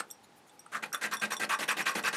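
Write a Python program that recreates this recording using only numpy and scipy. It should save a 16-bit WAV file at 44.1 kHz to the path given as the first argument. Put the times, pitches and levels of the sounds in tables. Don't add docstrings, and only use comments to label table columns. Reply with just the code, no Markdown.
import sys
import numpy as np
from scipy import signal
from scipy.fft import rfft, irfft
from scipy.io import wavfile
from scipy.ndimage import uniform_filter1d

SR = 44100
rng = np.random.default_rng(int(sys.argv[2]) if len(sys.argv) > 2 else 0)


def inscribe(sig):
    pcm = np.round(np.clip(np.atleast_2d(sig).T, -1, 1) * 32767)
    wavfile.write(sys.argv[1], SR, pcm.astype(np.int16))


def attenuation_scalar(level_db):
    decades = np.asarray(level_db, float) / 20
    return 10 ** decades


N = 95564


def evened(x):
    return x / np.sqrt(np.mean(x ** 2) + 1e-20)


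def read(points, hz):
    f, value = np.transpose(points)
    return np.interp(np.log(hz + 1), np.log(f + 1), value)


def at_time(table, s):
    times, *columns = np.transpose(table)
    return [np.interp(s, times, column) for column in columns]


def add(mix, s, sound):
    at = round(s * SR)
    part = mix[max(at, 0):][:len(sound) + min(at, 0)]
    part += sound[max(-at, 0):][:len(part)]


def resonate(x, hz, width):
    r = np.exp(-np.pi * width / SR)
    poles = [1, -2 * r * np.cos(2 * np.pi * hz / SR), r * r]
    return signal.lfilter([(1 - r * r) / 2, 0, (r * r - 1) / 2], poles, x)


def colour(x, points):
    gain = attenuation_scalar(read(points, np.fft.rfftfreq(len(x), 1 / SR)))
    return irfft(rfft(x) * gain, len(x))


def filing():
    # start_s, length_s, grit_db, wood_db, hardest_place (0-1)
    pushes = [(.716, 0.064, -52.5, -37, 0.76), (.927, 0.034, -50.5, -33.5, 0.3),
              (1.11, 0.049, -49, -32, 0.52), (1.302, 0.044, -49, -34.5, 0.04),
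              (1.490, 0.059, -46.5, -26, 0.73), (1.677, 0.054, -44, -26, 0.74),
              (1.854, 0.068, -45.5, -29, 0.24), (2.035, 0.058, -44.5, -27.5, 0.8)]
    pulls = [(-.05, 0.059, -51, -49, 0.44), (.822, 0.028, -52, -39, 0.3), (.853, 0.014, -59.5, -51, 0.68),
             (1.01, 0.06, -46.5, -33, 0.67), (1.212, 0.049, -46, -30.5, 0.32),
             (1.395, 0.058, -47.5, -32.5, 0.52), (1.586, 0.059, -46.5, -39, 1),
             (1.765, 0.061, -47, -34, 0.4), (1.949, 0.051, -44.5, -35, 0.092),
             (2.126, 0.057, -46.5, -35, 0.48)]
    # time_s, extra_db at the stroke ends, table_weight_db
    settling = [(0, 8, -14), (.7, -11.5, 5.5), (1.0, -6.5, -4), (1.4, 1.5, 0.5), (1.55, 1.5, -4.5),
                (1.95, -7.5, 1.5), (2.1, -0.5, -1.5)]
    # pitch_hz, density_db per Hz
    grit_colour = [(300, -6.5), (900, -2), (2000, 2.5), (3600, -5), (5300, -9), (9000, -10.5), (12000, -16),
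                   (15500, -28.5)]
    wood_ends_db, grit_ends_db = -14, 0.5
    push_table_db, pull_table_db = -4.5, 3
    hiss_db, snag_hiss = 8.5, 0.34
    filing_cut_hz = 153

    drive, jump_db = catches(), snags()
    grit, weight, out = np.zeros(N), np.zeros(N), np.zeros(N)
    for way, (strokes, table_db) in enumerate([(pushes, push_table_db), (pulls, pull_table_db)]):
        for start, length, grit_db, wood_db, top in strokes:
            soft_db, weight_db = at_time(settling, start)
            scrape = attenuation_scalar(grit_db) * pressure(start, length, top, grit_ends_db + soft_db)
            grit += scrape
            weight += scrape * attenuation_scalar(table_db + weight_db)
            wood_push = pressure(start, length, top, wood_ends_db + soft_db / 2)
            wood_push = attenuation_scalar(wood_db - 2.5 + jump_db) * wood_push * drive
            ring_wood(out, start, way, wood_push)
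    hiss = patchy(colour(drive + catches(), grit_colour))
    out += attenuation_scalar(hiss_db + snag_hiss * jump_db) * grit * hiss
    out += table_rumble(weight)
    return signal.sosfilt(signal.butter(4, filing_cut_hz, "high", fs=SR, output="sos"), out)


def catches():
    catches_per_s, spread_db, flicker_db = 9000, 1.5, -0.5
    hit = (rng.random(N) < catches_per_s / SR) * rng.choice([-1., 1.], N)
    flicker = uniform_filter1d(rng.standard_normal(N), size=130)
    flicker = evened(uniform_filter1d(flicker, size=130))
    size_db = spread_db * np.minimum(rng.exponential(1, N), 5)
    return evened(hit * attenuation_scalar(size_db + flicker_db * flicker))


def snags():
    # time_s, jump_db, dying_s
    grains = [(0.7313, 6, 0.0044), (0.7487, 9.5, 0.011), (0.762, -5, 0.0095), (0.834, 13, 0.011),
              (0.943, 3, 0.0096), (1.0196, 0, .005), (1.0363, 6.5, 0.007), (1.052, 2.5, 0.0045),
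              (1.071, 13, 0.0064), (1.1292, 8, 0.0035), (1.234, 5.5, .007), (1.3177, 8, 0.0052),
              (1.331, 7.5, 0.0046), (1.4314, 5, 0.0086), (1.5062, 7.5, .006), (1.526, 1, 0.0061),
              (1.539, 1.5, 0.0045), (1.631, 3, 0.004), (1.6868, 7.5, 0.0051), (1.705, 3.5, 0.011),
              (1.722, -9, 0.005), (1.8022, 11.5, 0.012), (1.8644, 5.5, 0.017), (1.8955, 5.5, 0.0034),
              (1.9555, 1, 0.0045), (2.049, 6, 0.0056), (2.072, 4, 0.0053)]
    out, t = np.zeros(N), np.arange(SR // 20) / SR
    for s, jump_db, dying in grains:
        add(out, s, jump_db * np.exp(-(t / dying) ** 2))
    return out


def pressure(start, length, top, ends_db):
    attack_s, release_s = 0.0049, 0.0067
    drag_db, drag_db_per_s = -12, 311
    t = np.arange(N) / SR - start
    top = np.clip(top, .1, .9)
    off = np.where(t < top * length, 1 - t / (top * length), (t / length - top) / (1 - top))
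    held = np.clip((length - t) / release_s + .5, 0, 1) * attenuation_scalar(ends_db * np.clip(off, 0, 2) ** 2)
    drag = attenuation_scalar(drag_db - drag_db_per_s * np.maximum(t - length, 0))
    return np.clip(t / attack_s, 0, 1) * (held + drag)


def ring_wood(out, start, way, wood_push):
    # pitch_hz, width_hz, push_db, pull_db
    wood = [(1106.7, 25.6, 1, -14), (1307, 120, -2.5, 1.5), (1582, 58, -1.5, 1.5), (1828, 100, 1.5, 3.5),
            (1924, 210, -8.5, 2.5), (2358, 240, 0, 3.5), (2590, 240, -1, -0.5), (889, 94, -4, -6),
            (3060, 2200, -17, -10), (4200, 100, -17, -51)]
    # stroke_start_s, favoured_hz, loss_db one octave off
    grip = [(0, 1390, 30), (.716, 1414, 57), (.822, 1600, 0), (.927, 1450, 43), (1.01, 1670, 20),
            (1.11, 1350, 10), (1.212, 1820, 3), (1.304, 1400, 13), (1.397, 1710, 8), (1.491, 1370, 6),
            (1.587, 1770, 17), (1.677, 1610, 6), (1.768, 2100, 20), (1.856, 1940, 6.5), (1.951, 1700, 8),
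            (2.038, 1620, 3), (2.126, 1630, 14)]
    favoured_hz, loss_db = at_time(grip, start)
    gains = attenuation_scalar([row[2 + way] - max(loss_db, 0) * np.log2(row[0] / favoured_hz) ** 2 for row in wood])
    gains = gains / np.linalg.norm(gains)
    shifts = 1 + 0.012 * rng.uniform(-1.1, 1, len(wood))
    at = max(round(start * SR), 0)
    wood_push = wood_push[at:at + SR // 4]
    for j, (hz, width, *_) in enumerate(wood):
        gain = (-1) ** j * gains[j] / np.sqrt(np.pi * width / SR)
        add(out, at / SR, gain * resonate(wood_push, hz * shifts[j], width))


def table_rumble(weight):
    # pitch_hz, width_hz, level_db
    table_modes = [(150, 70, -8), (205, 95, -1), (310, 110, -4), (400, 120, -3), (525, 120, -2),
                   (700, 180, -5)]
    rumble = weight * rng.standard_normal(N)
    out = np.zeros(N)
    for hz, width, db in table_modes:
        mode = resonate(resonate(rumble, hz, width), hz, 2.14 * width)
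        out += attenuation_scalar(db) / np.sqrt(np.pi * width / SR) * mode
    return out


def patchy(x):
    patchy_db = 3
    z = signal.stft(x, nperseg=128)[2]
    field = uniform_filter1d(rng.standard_normal(z.shape), size=4, axis=0)
    field = evened(uniform_filter1d(field, size=9, axis=1))
    return evened(signal.istft(z * attenuation_scalar(patchy_db * field), nperseg=128)[1][:N])


def bangles():
    # time_s, main_db, low_db, top_db, thin_db (ring level of each mode group)
    clinks = [(0.102, -65, -50, -62, -57), (0.1105, -40, -62, -43, -53), (.4948, -68, -57.5, -85, -73),
              (0.5931, -44.5, -60.5, -54, -56), (0.9282, -32, -66, -40, -48),
              (0.9458, -42, -32, -41, -37.5), (.9744, -65, -63, -67, -51), (1.1366, -33, -45, -38, -55),
              (1.169, -43.5, -38, -66, -45), (1.1972, -40.5, -42, -55, -50), (1.323, -33.5, -43, -44, -49),
              (1.3368, -37, -59, -44, -46), (1.3668, -36, -34.5, -60, -42.5), (1.55, -40, -46, -77, -48),
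              (1.656, -53, -65, -65, -61), (1.6902, -32.5, -36, -45, -36.5), (1.8254, -42, -62, -79, -52),
              (1.89, -34.5, -48, -44, -46), (1.9174, -56, -55, -75, -63), (1.942, -49, -54, -58, -50),
              (2.027, -48, -58, -70, -50), (2.0602, -37.5, -39, -53, -45), (2.0883, -67, -47, -70, -70)]
    # pitch_hz, t60_s, level_db within the group
    mode_groups = [
        [(5648, .19, -14), (5676, .075, -6), (5745, .035, -5), (6200, .025, -12), (8200, .08, -9),
         (8165, .14, -20)],
        [(3500, .07, -4), (3560, .04, -9), (7420, .06, -11)],
        [(12480, .05, -2), (12620, .025, -4)],
        [(9900, .06, -1), (8850, .035, -9), (11700, .035, -11), (14600, .03, -14), (15300, .03, -14)],
    ]
    spread_db = 2
    splash_db, splash_hz, splash_s = -15, 9500, 0.002
    out, t = np.zeros(N), np.arange(SR // 100) / SR
    for s, *levels in clinks:
        for level_db, group in zip(levels, mode_groups):
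            for hz, t60, db in group:
                strike_db = level_db + db + spread_db * rng.uniform(0.14, 1)
                add(out, s, ring(hz, strike_db, t60))
        splash = evened(resonate(rng.standard_normal(len(t)), splash_hz, 5500)) * np.exp(-t / splash_s)
        add(out, s, attenuation_scalar(max(levels) + splash_db) * splash)
    return out


def ring(hz, db, t60):
    roughness, rise_s = .35, .0007
    t = np.arange(SR // 4) / SR
    rough = 1 + roughness * evened(uniform_filter1d(rng.standard_normal(len(t)), size=150))
    return attenuation_scalar(db - 60 * t / t60) * np.minimum(t / rise_s, 1) * rough * np.sin(2 * np.pi * hz * t)


def knocks():
    # time_s, ring_db, pitch_hz, t60_s
    taps_and_ticks = [(.001, -29, 8280, 0.02), (.0055, -25, 1364, 0.011), (.019, -55, 1410, 0.041),
                      (.096, -49, 1290, 0.013), (0.103, -43, 7420, 0.031), (.111, -38.5, 8180, 0.022),
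                      (.495, -57, 8100, .03), (0.663, -46, 1280, .035), (0.664, -53.5, 1530, 0.027),
                      (.662, -52, 880, 0.026), (.665, -58, 2900, .015), (.661, -52.5, 8300, 0.028),
                      (.663, -54, 9200, .02), (.681, -64, 9000, .01), (0.747, -29, 1460, 0.037),
                      (.785, -64, 8260, .04), (.904, -60, 8500, 0.0087), (.904, -63, 11200, .008),
                      (.921, -38, 1380, 0.017), (.946, -27.5, 1417, 0.049), (.975, -49, 8850, .045),
                      (1.236, -33, 1720, .015), (1.896, -23.5, 1146, 0.025), (1.9423, -49, 7500, .05),
                      (2.026, -48, 7400, .05), (1.545, -47, 3520, .05), (1.866, -43, 4170, .06)]
    out = np.zeros(N)
    for s, db, hz, t60 in taps_and_ticks:
        add(out, s, ring(hz, db, t60) + ring(hz * 1.06, db - 5, t60))
    return out


def slides():
    # middle_s, length_s, level_db, whistle_1_hz, whistle_2_hz
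    rubs = [(.09, .03, -77, 9600, 12600), (.243, .02, -70, 4000, 4100), (.244, .022, -70, 9800, 7000),
            (.378, .035, -71, 10000, 13200), (.482, .028, -71, 9600, 6800), (.54, .06, -79, 9500, 12700)]
    hiss_db, whistle_width_hz = -1, 300
    out, t = np.zeros(N), np.arange(-2000, 2000) / SR
    for s, length, db, *whistles in rubs:
        noise = rng.standard_normal(len(t))
        rub = attenuation_scalar(hiss_db) * evened(resonate(noise, 9200, 7000))
        for hz in whistles:
            rub = rub + evened(resonate(noise, hz, whistle_width_hz))
        add(out, s + t[0], attenuation_scalar(db) * rub * np.exp(-(t / (length / 2)) ** 2))
    return out


def room(x):
    # pitch_hz, t60_s
    decay = [(200, 0.46), (1500, 0.13), (6000, 0.092), (14000, 0.055)]
    taps = np.zeros(SR // 2)
    at = np.arange(200, SR // 2 - 20, 20)
    taps[at + rng.integers(0, 20, len(at))] = rng.choice([-1., 1.], len(at))
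    hz, t, z = signal.stft(taps, SR, nperseg=256)
    dying = attenuation_scalar(-60 * t / read(decay, hz)[:, None])
    tail = signal.istft(z * dying, SR, nperseg=256)[1]
    return signal.fftconvolve(x, tail / np.linalg.norm(tail))[:N]


def air():
    # pitch_hz, density_db per Hz
    hush_colour = [(40, 3), (150, 0), (450, -4), (700, -8), (1300, -9), (4400, -18), (10000, -26),
                   (15500, -38)]
    hush_db = -60
    hum_hz, hum_width_hz, hum_db = 826, 116, -66.5
    hum = resonate(rng.standard_normal(N), hum_hz, hum_width_hz)
    hum = resonate(hum, hum_hz, 2 * hum_width_hz)
    hush = colour(rng.standard_normal(N), hush_colour)
    return attenuation_scalar(hush_db) * evened(hush) + attenuation_scalar(hum_db) * evened(hum)


def scene():
    room_db = -11.5
    near = filing() + bangles() + knocks() + slides()
    return (near + attenuation_scalar(room_db) * room(near) + air())[None]


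def top_cut(x):
    return signal.sosfilt(signal.butter(12, 15730, fs=SR, output="sos"), x)


def record(dry):
    low_cut = signal.butter(2, 186, "high", fs=SR, output="sos")
    high_cut = signal.butter(10, 15500, fs=SR, output="sos")
    mix = signal.sosfilt(np.vstack([low_cut, high_cut]), dry)
    return top_cut(mix)


dry = scene()
out = record(dry)
inscribe(out)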